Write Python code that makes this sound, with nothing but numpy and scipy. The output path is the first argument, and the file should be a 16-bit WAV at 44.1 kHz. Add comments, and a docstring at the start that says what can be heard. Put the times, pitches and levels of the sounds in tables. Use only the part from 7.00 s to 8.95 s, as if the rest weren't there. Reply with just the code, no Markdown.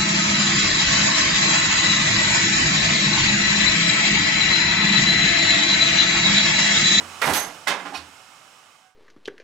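"""A small hard-walled workshop, where a wooden handloom weaves one pick over a steady hiss that fades away.
The picker knocks the shuttle across; it rumbles along its race and lands with a ring of metal.
The beater clacks, then the shafts shift with soft knocks, a creak and a rough drone of the frame.
Impacts give a broadband crack and excite damped modes; friction gives noise or sustains the modes.
The cracks reverberate in a diffuse field whose treble decays first."""
import sys
import numpy as np
from scipy import signal
from scipy.fft import rfft, irfft
from scipy.io import wavfile
from scipy.ndimage import uniform_filter1d

SR = 44100
rng = np.random.default_rng(int(sys.argv[2]) if len(sys.argv) > 2 else 0)


def inscribe(sig):
    """Save sig as 16-bit PCM at rate SR to the path in sys.argv[1].

    A 1-D sig is mono; a 2-D sig holds one channel per row.
    Samples are clipped to [-1, 1] before scaling.
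    """
    pcm = np.round(np.clip(np.atleast_2d(sig).T, -1, 1) * 32767)
    wavfile.write(sys.argv[1], SR, pcm.astype(np.int16))


N = 85995
LEAD = SR // 10  # samples before t = 0, so that the loom is already sounding
TIME = np.arange(-LEAD, N) / SR


def from_db(db):
    """Amplitude ratio of a level in decibels."""
    return 10 ** (np.asarray(db) / 20)


def at_hz(points, hz):
    """Interpolation of a table on a logarithmic frequency axis."""
    f, value = np.transpose(points)
    return np.interp(np.log(np.maximum(hz, 1)), np.log(f), value)


def panned(db):
    """Interchannel level difference, left minus right, as two gains with a mean of one."""
    gains = from_db(np.array([np.atleast_1d(db), -np.atleast_1d(db)]) / 2)
    return gains / gains.mean(axis=0)


def convolve(x, response):
    """A linear system convolves its input with its impulse response."""
    return signal.fftconvolve(np.atleast_2d(x), np.atleast_2d(response))[:, :len(TIME)]


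def impulse(start):
    """An ideal impact: a unit impulse."""
    return 1.0 * (np.arange(len(TIME)) == int(start * SR) + LEAD)


def minimum_phase(spectrum, size=4096):
    """Causal response of unit energy, obtained by folding the cepstrum of a spectrum."""
    magnitude = from_db(at_hz(spectrum, np.fft.rfftfreq(size, 1 / SR)))
    cepstrum = irfft(np.log(magnitude))
    folded = 2 * cepstrum[:size // 2] * (np.arange(size // 2) > 0)
    response = irfft(np.exp(rfft(folded, size)))
    return response / np.linalg.norm(response)


def even_noise(count, size=512):
    """Whitening: noise of unit variance, its energy spread evenly over time and frequency."""
    noise = rng.standard_normal(count)
    for _ in range(2):
        cells = signal.stft(noise, nperseg=size)[2]
        noise = signal.istft(cells / (abs(cells) + 1e-12), nperseg=size)[1][:count]
    return noise / noise.std()


def swell(start, attack, held, t60):
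    """Linear rise, then exponential decay from `held` after the start; all times in seconds."""
    age = np.maximum(TIME - start, 0)
    return np.minimum(age / attack, 1) * from_db(-60 * np.maximum(age - held, 0) / t60)


def wavering(hz, width_hz, rough):
    """Random modulation broadens a line: amplitude and phase wander, as a ring's do in a room."""
    pole = np.exp(-2 * np.pi * width_hz / SR)
    slow = signal.lfilter([1], [1, -2 * pole, pole * pole], rng.standard_normal((2, len(TIME))))
    wander = 1 + rough * (slow[0] + 1j * slow[1]) / slow.std()
    wander /= np.sqrt(uniform_filter1d(abs(wander) ** 2, size=SR // 16))  # steady mean power
    return np.real(wander * np.exp(2j * np.pi * (hz * TIME + rng.random())))


# Left-right coherence of the field: f/Hz, coherence/1
COHERENCE = [(30, 0.42), (100, 0.86), (500, 1), (1000, 0.87), (2000, 0.7), (4000, 0.33), (8000, 0.6),
             (14000, 0.08)]
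# Balance, left minus right: f/Hz, level/dB
BALANCE = [(30, -3), (70, -7), (150, -4.5), (300, -7.5), (1000, -10.5), (2000, -11.5), (4000, -14.5),
           (6500, 0), (9000, -1), (13000, -13)]
def diffuse(left_noise, right_noise):
    """Stereo spectrum of a diffuse field: partially coherent, and stronger on the right."""
    hz = np.fft.rfftfreq(len(right_noise), 1 / SR)
    coherence = np.clip(at_hz(COHERENCE, hz), 0, .999)
    right = rfft(right_noise)
    left = coherence * right + np.sqrt(1 - coherence ** 2) * rfft(left_noise)
    return hz, np.array([left, right]) * panned(at_hz(BALANCE, hz))


# Reverberation time: f/Hz, T60/s
REVERBERATION = [(100, 0.43), (400, 0.46), (1000, 0.5), (2800, 0.28), (7000, 0.27), (15000, 0.1)]
def room_response(attack, bands=12):
    """Reverberation: dense reflections build up, then decay exponentially in each band."""
    t = np.arange(SR) / SR
    hz, field = diffuse(right_noise=even_noise(SR), left_noise=even_noise(SR))
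    centres = np.geomspace(80, 16000, bands)
    tail = 0
    for centre, weights in zip(centres, np.eye(bands)):
        band = irfft(field * at_hz(np.transpose([centres, weights]), hz), SR)
        tail += band * from_db(-60 * t / at_hz(REVERBERATION, centre))
    tail *= 1 - np.exp(-t / attack)
    return tail / np.linalg.norm(tail.mean(axis=0))


def resonances(modes, rough=0.8):
    """Modal superposition: a sum of wavering partials, each panned by its frequency."""
    return sum(from_db(db) * wavering(hz, width, rough) * panned(at_hz(BALANCE, hz))
               for hz, width, db in modes)


# Spectrum of wood striking wood: f/Hz, relative level/dB
WOOD_CRACK = [(40, -20), (100, -22), (200, -7.5), (450, -4.5), (800, -3), (1300, -3), (2000, -2.5),
              (2800, -4), (3800, -8), (6000, -10), (11000, -21), (16000, -42)]
def knocks(blows, modes, crack_db, ring_db, t60, attack):
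    """Impact excitation: each blow cracks through the room and adds energy to the part's damped modes."""
    bass_hz, treble_hz = 330, 3450
    cracks, energy = 0, 0
    for start, db, bass_db, treble_db in blows:
        shelves = [(bass_hz / 2, bass_db), (bass_hz * 2, 0),
                   (treble_hz / 2, 0), (treble_hz * 2, treble_db)]
        contact = minimum_phase(shelves)
        contact /= abs(rfft(contact, SR)[1000])  # unit gain at 1 kHz
        cracks += from_db(db) * convolve(convolve(impulse(start), contact), room_response(attack))
        energy += (from_db(db) * swell(start, attack, attack, t60)) ** 2
    ring = np.sqrt(energy) * resonances([(hz, 21, db) for hz, db in modes], rough=0.92)  # width 21 Hz
    return from_db(crack_db) * convolve(cracks, minimum_phase(WOOD_CRACK)) + from_db(ring_db) * ring


# Ambient spectrum: f/Hz, relative level/dB
HISS_SPECTRUM = [(30, -17), (60, -22), (93, -7.5), (250, -8.5), (420, -9.5), (700, -3), (950, -3.5),
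                 (1300, 0.5), (1810, -7), (3000, -7), (4500, -11.5), (5200, -9.5), (8000, -10),
                 (11000, -19.5), (16000, -29)]
# Its narrow peaks: f/Hz, half-width/Hz, rise/dB
HISS_RESONANCES = [(760, 25, 5), (895, 18, 6), (1160, 35, 4.5), (2146, 18, 9), (2562, 44, 6.5),
                   (2970, 90, 6), (5320, 60, 7)]
# Its envelope: t/s, level/dB
HISS_ENVELOPE = [(0, -41.5), (0.2, -41), (0.6, -45), (1.15, -48.5), (1.5, -51), (1.75, -54), (1.89, -60.5)]
def background():
    """Ambient noise: a diffuse hiss with Lorentzian peaks, sinking in level."""
    right, left = rng.standard_normal((2, len(TIME)))
    hz, field = diffuse(left, right)
    peaks_db = sum(db / (1 + ((hz - centre) / width) ** 2) for centre, width, db in HISS_RESONANCES)
    hiss = irfft(field * from_db(at_hz(HISS_SPECTRUM, hz) + peaks_db), len(TIME))
    envelope = from_db(np.interp(TIME, *np.transpose(HISS_ENVELOPE)))
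    return envelope * hiss / hiss.mean(axis=0).std()


# Shuttle impacts: t/s, level/dB, bass/dB, treble/dB
SHUTTLE_BLOWS = [(-0.03, -18, 11.5, -18), (0.262, -1, 1, -15.5), (0.283, -8, 9, -13),
                 (0.3345, -5.5, -17, 5), (0.357, -11.5, -5.5, -2), (0.415, -24, 6, 13),
                 (0.445, -24, 14.5, -7)]
# Shuttle modes: f/Hz, level/dB
SHUTTLE_PARTIALS = [(680, -3), (772, -1), (845, -3), (969, 0.5), (1381, -3), (1630, -4), (1971, -4),
                    (2065, -6), (2386, -8), (2920, -12), (4010, -13)]
def shuttle():
    """Impacts with a slow build-up merge into a rumble as the shuttle runs, lands and settles."""
    return knocks(SHUTTLE_BLOWS, SHUTTLE_PARTIALS, crack_db=8.5, ring_db=-27.5, t60=0.39, attack=0.0162)


# Low frame modes: t/s, f/Hz, level/dB, rise/s, T60/s
FRAME_MODES = [(-0.01, 89.4, -51.5, 0.017, 2.3), (0.264, 150.4, -29.5, 0.015, 0.22),
               (0.275, 78.6, -36.5, 0.047, 0.14), (0.28, 103.3, -42, 0.024, 0.49),
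               (0.27, 299, -32.5, 0.042, 0.39), (0.43, 182.4, -41, 0.045, 0.12),
               (0.68, 184.6, -43.5, 0.017, 0.75), (0.95, 81.3, -48, 0.048, 0.48)]
def frame_thuds():
    """Damped free vibration: the heavy frame's modes swell under a push and die away."""
    hum = 0
    for start, hz, db, rise, t60 in FRAME_MODES:
        hum += from_db(db) * swell(start, rise, rise, t60) * np.sin(2 * np.pi * (hz * TIME + rng.random()))
    return hum * panned(-5.5)


# Picker impacts: t/s, level/dB, bass/dB, treble/dB
PICKER_BLOWS = [(0.2157, -3, -11, -9), (0.2205, -3, -5, -11), (0.241, -4, 2, -14)]
# Picker modes: f/Hz, level/dB
PICKER_PARTIALS = [(940, -1), (1381, -3), (1934, 0.5), (2165, -1.5), (2390, -5), (3700, -9)]
def picker():
    """Impulsive excitation: the picker rings from the sharp blows that throw the shuttle."""
    return knocks(PICKER_BLOWS, PICKER_PARTIALS, crack_db=8.5, ring_db=-24, t60=0.24, attack=0.0006)


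# Light contacts: t/s, level/dB
TICK_CONTACTS = [(0.2175, -2), (0.2615, -4.5), (0.3349, 4.5), (0.447, -18), (0.545, -25), (0.68, -1)]
# Their spectrum: f/Hz, relative level/dB
TICK_SPECTRUM = [(1500, -22), (3500, 3.5), (7000, -1.5), (11000, -3.5), (16000, -9)]
def ticks():
    """Brief, hard contacts are rich in treble: each scatters a bright snap through the room."""
    snap = minimum_phase(TICK_SPECTRUM)
    return sum(from_db(db) * convolve(convolve(impulse(start), snap), room_response(attack=0.00025))
               for start, db in TICK_CONTACTS)


# Wood sliding on wood: t/s, duration/s, level/dB, treble slope/(dB per decade), room gain/dB
SLIDE_STROKES = [(0.226, 0.117, -27.5, 17, -7), (0.933, 0.063, -29.5, -22, -12)]
# Friction spectrum: f/Hz, relative level/dB
SLIDE_SPECTRUM = [(200, -27), (800, -9.5), (1500, -4), (2600, -1.5), (4500, 2), (7000, -3.5), (11000, -6.5),
                  (16000, -21)]
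def slides(slips_per_s=2500, edge_s=0.02, treble_hz=3450):
    """Stick-slip friction: a dense run of tiny random slips, heard directly and through the room."""
    chance = slips_per_s / SR
    out = 0
    for start, length, db, slope, room_db in SLIDE_STROKES:
        slips = (rng.random(len(TIME)) < chance) * rng.standard_normal(len(TIME)) / np.sqrt(chance)
        stroke = np.clip(np.minimum(TIME - start, start + length - TIME) / edge_s, 0, 1)
        tilted = [(hz, level + slope * np.log10(max(hz / treble_hz, 1))) for hz, level in SLIDE_SPECTRUM]
        rub = from_db(db) * convolve(slips * stroke, minimum_phase(tilted))
        direct = from_db(-7.5) * rub * panned(-11)
        out += direct + from_db(room_db) * convolve(rub, room_response(attack=0.00094))
    return out


# Modes of the shuttle's metal tip: f/Hz, level/dB, t/s, held/s, T60/s
TIP_MODES = [(6274, -1.5, 0.343, .064, .26), (7781, -6, 0.347, .025, .25), (9469, -5.5, 0.343, .04, .32),
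             (11262, -4, 0.345, .055, .26), (13199, -3, 0.337, .04, .23), (15300, -8, 0.339, .03, .21)]
def metal_tip():
    """Friction drives high modes as the tip grinds to a stop, a little differently on each side."""
    ring = 0
    for hz, db, start, held, t60 in TIP_MODES:
        mid, side = [wavering(hz, width_hz=42, rough=0.55) for _ in range(2)]
        stereo = mid + from_db(-4) * side * [[1], [-1]]
        ring += from_db(db) * swell(start, 0.012, held, t60) * stereo
    return from_db(-28.5) * ring * panned(-9)


# Beater impacts: t/s, level/dB, bass/dB, treble/dB
BEATER_BLOWS = [(0.6693, -10, -12, -10), (0.672, -4, -7, 0), (0.681, -4.5, -4, -1), (0.704, -6.5, -3, -7),
                (0.797, -18, -4, -8)]
# Beater modes: f/Hz, level/dB
BEATER_PARTIALS = [(586, -9), (725, -6), (802, -4), (990, -3), (1065, -1), (1382, -6), (1555, -6),
                   (1690, -1), (2070, 1.5), (2605, -4.5), (3110, -5.5), (3530, -7), (3760, -7)]
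def beater():
    """Repeated impact: the beater hits the cloth and chatters; its first touch rings briefly."""
    chatter = knocks(BEATER_BLOWS, BEATER_PARTIALS, crack_db=8, ring_db=-25, t60=0.27, attack=0.001)
    touch = resonances([(1460, 60, -29), (2000, 50, -18.5)])  # f/Hz, width/Hz, level/dB
    return chatter + swell(start=0.669, attack=0.002, held=0.006, t60=0.04) * touch


# Rubbed frame modes: f/Hz, width/Hz, level/dB
DRONE_MODES = [(180, 40, -53), (282, 16, -42.5), (350, 30, -51)]
def frame_drone():
    """Forced vibration: rubbing sustains low modes of the frame as the shafts shift."""
    return swell(start=0.8, attack=0.038, held=0.13, t60=0.6) * resonances(DRONE_MODES)


# Shaft impacts: t/s, level/dB, bass/dB, treble/dB
SHAFT_BLOWS = [(0.850, -12.5, -6, -7), (0.934, -15.5, -6, -7)]
# Shaft modes: f/Hz, level/dB
SHAFT_PARTIALS = [(815, 1), (1054, 1), (1200, 0.74), (1400, 0.61), (1698, -0.16)]
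def shafts():
    """Soft impacts of the shifting shafts excite quickly damped modes."""
    return knocks(SHAFT_BLOWS, SHAFT_PARTIALS, crack_db=6, ring_db=-25.5, t60=0.19, attack=0.008)


# Lower and upper modes of a rubbed shaft: f/Hz, width/Hz, level/dB
GROAN_MODES = [(690, 60, -41), (755, 55, -38.5), (815, 50, -37), (875, 60, -42)]
CREAK_MODES = [(1060, 15, -34), (2509, 50, -35), (2950, 70, -39), (4300, 60, -39.5), (5450, 60, -41)]
def shaft_creak():
    """Frictional excitation: a shaft groans in its lower modes, then creaks in its upper ones."""
    groan = swell(start=0.921, attack=0.0027, held=0.034, t60=0.081) * resonances(GROAN_MODES)
    creak = swell(start=0.936, attack=0.02, held=0.023, t60=0.13) * resonances(CREAK_MODES)
    return groan + creak


def far_tone(start=1.82, attack=0.011):
    """A complex tone of three steady partials, faint and far off."""
    partials = [(749, -60), (1496, -68), (1613, -67)]  # f/Hz, level/dB
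    tone = sum(from_db(db) * np.sin(2 * np.pi * hz * TIME) for hz, db in partials)
    return tone * np.clip((TIME - start) / attack, 0, 1) * panned(-13)


def scene(fade_end_s=1.975, fade_s=0.095):
    """Linear superposition of the loom and its surroundings, fading at the end."""
    loom = picker() + shuttle() + metal_tip() + beater() + shafts()
    loom += frame_drone() + shaft_creak() + ticks() + slides() + frame_thuds()
    fade = np.clip((fade_end_s - TIME) / fade_s, 0, 1)
    return (fade * (loom + background() + far_tone()))[:, LEAD:]


def record(dry, cutoff_hz=15900):
    """Band limiting: an elliptic low-pass filter cuts the top steeply."""
    return signal.sosfilt(signal.ellip(12, .1, 80, cutoff_hz, fs=SR, output="sos"), dry)


dry = scene()
out = record(dry)
inscribe(out)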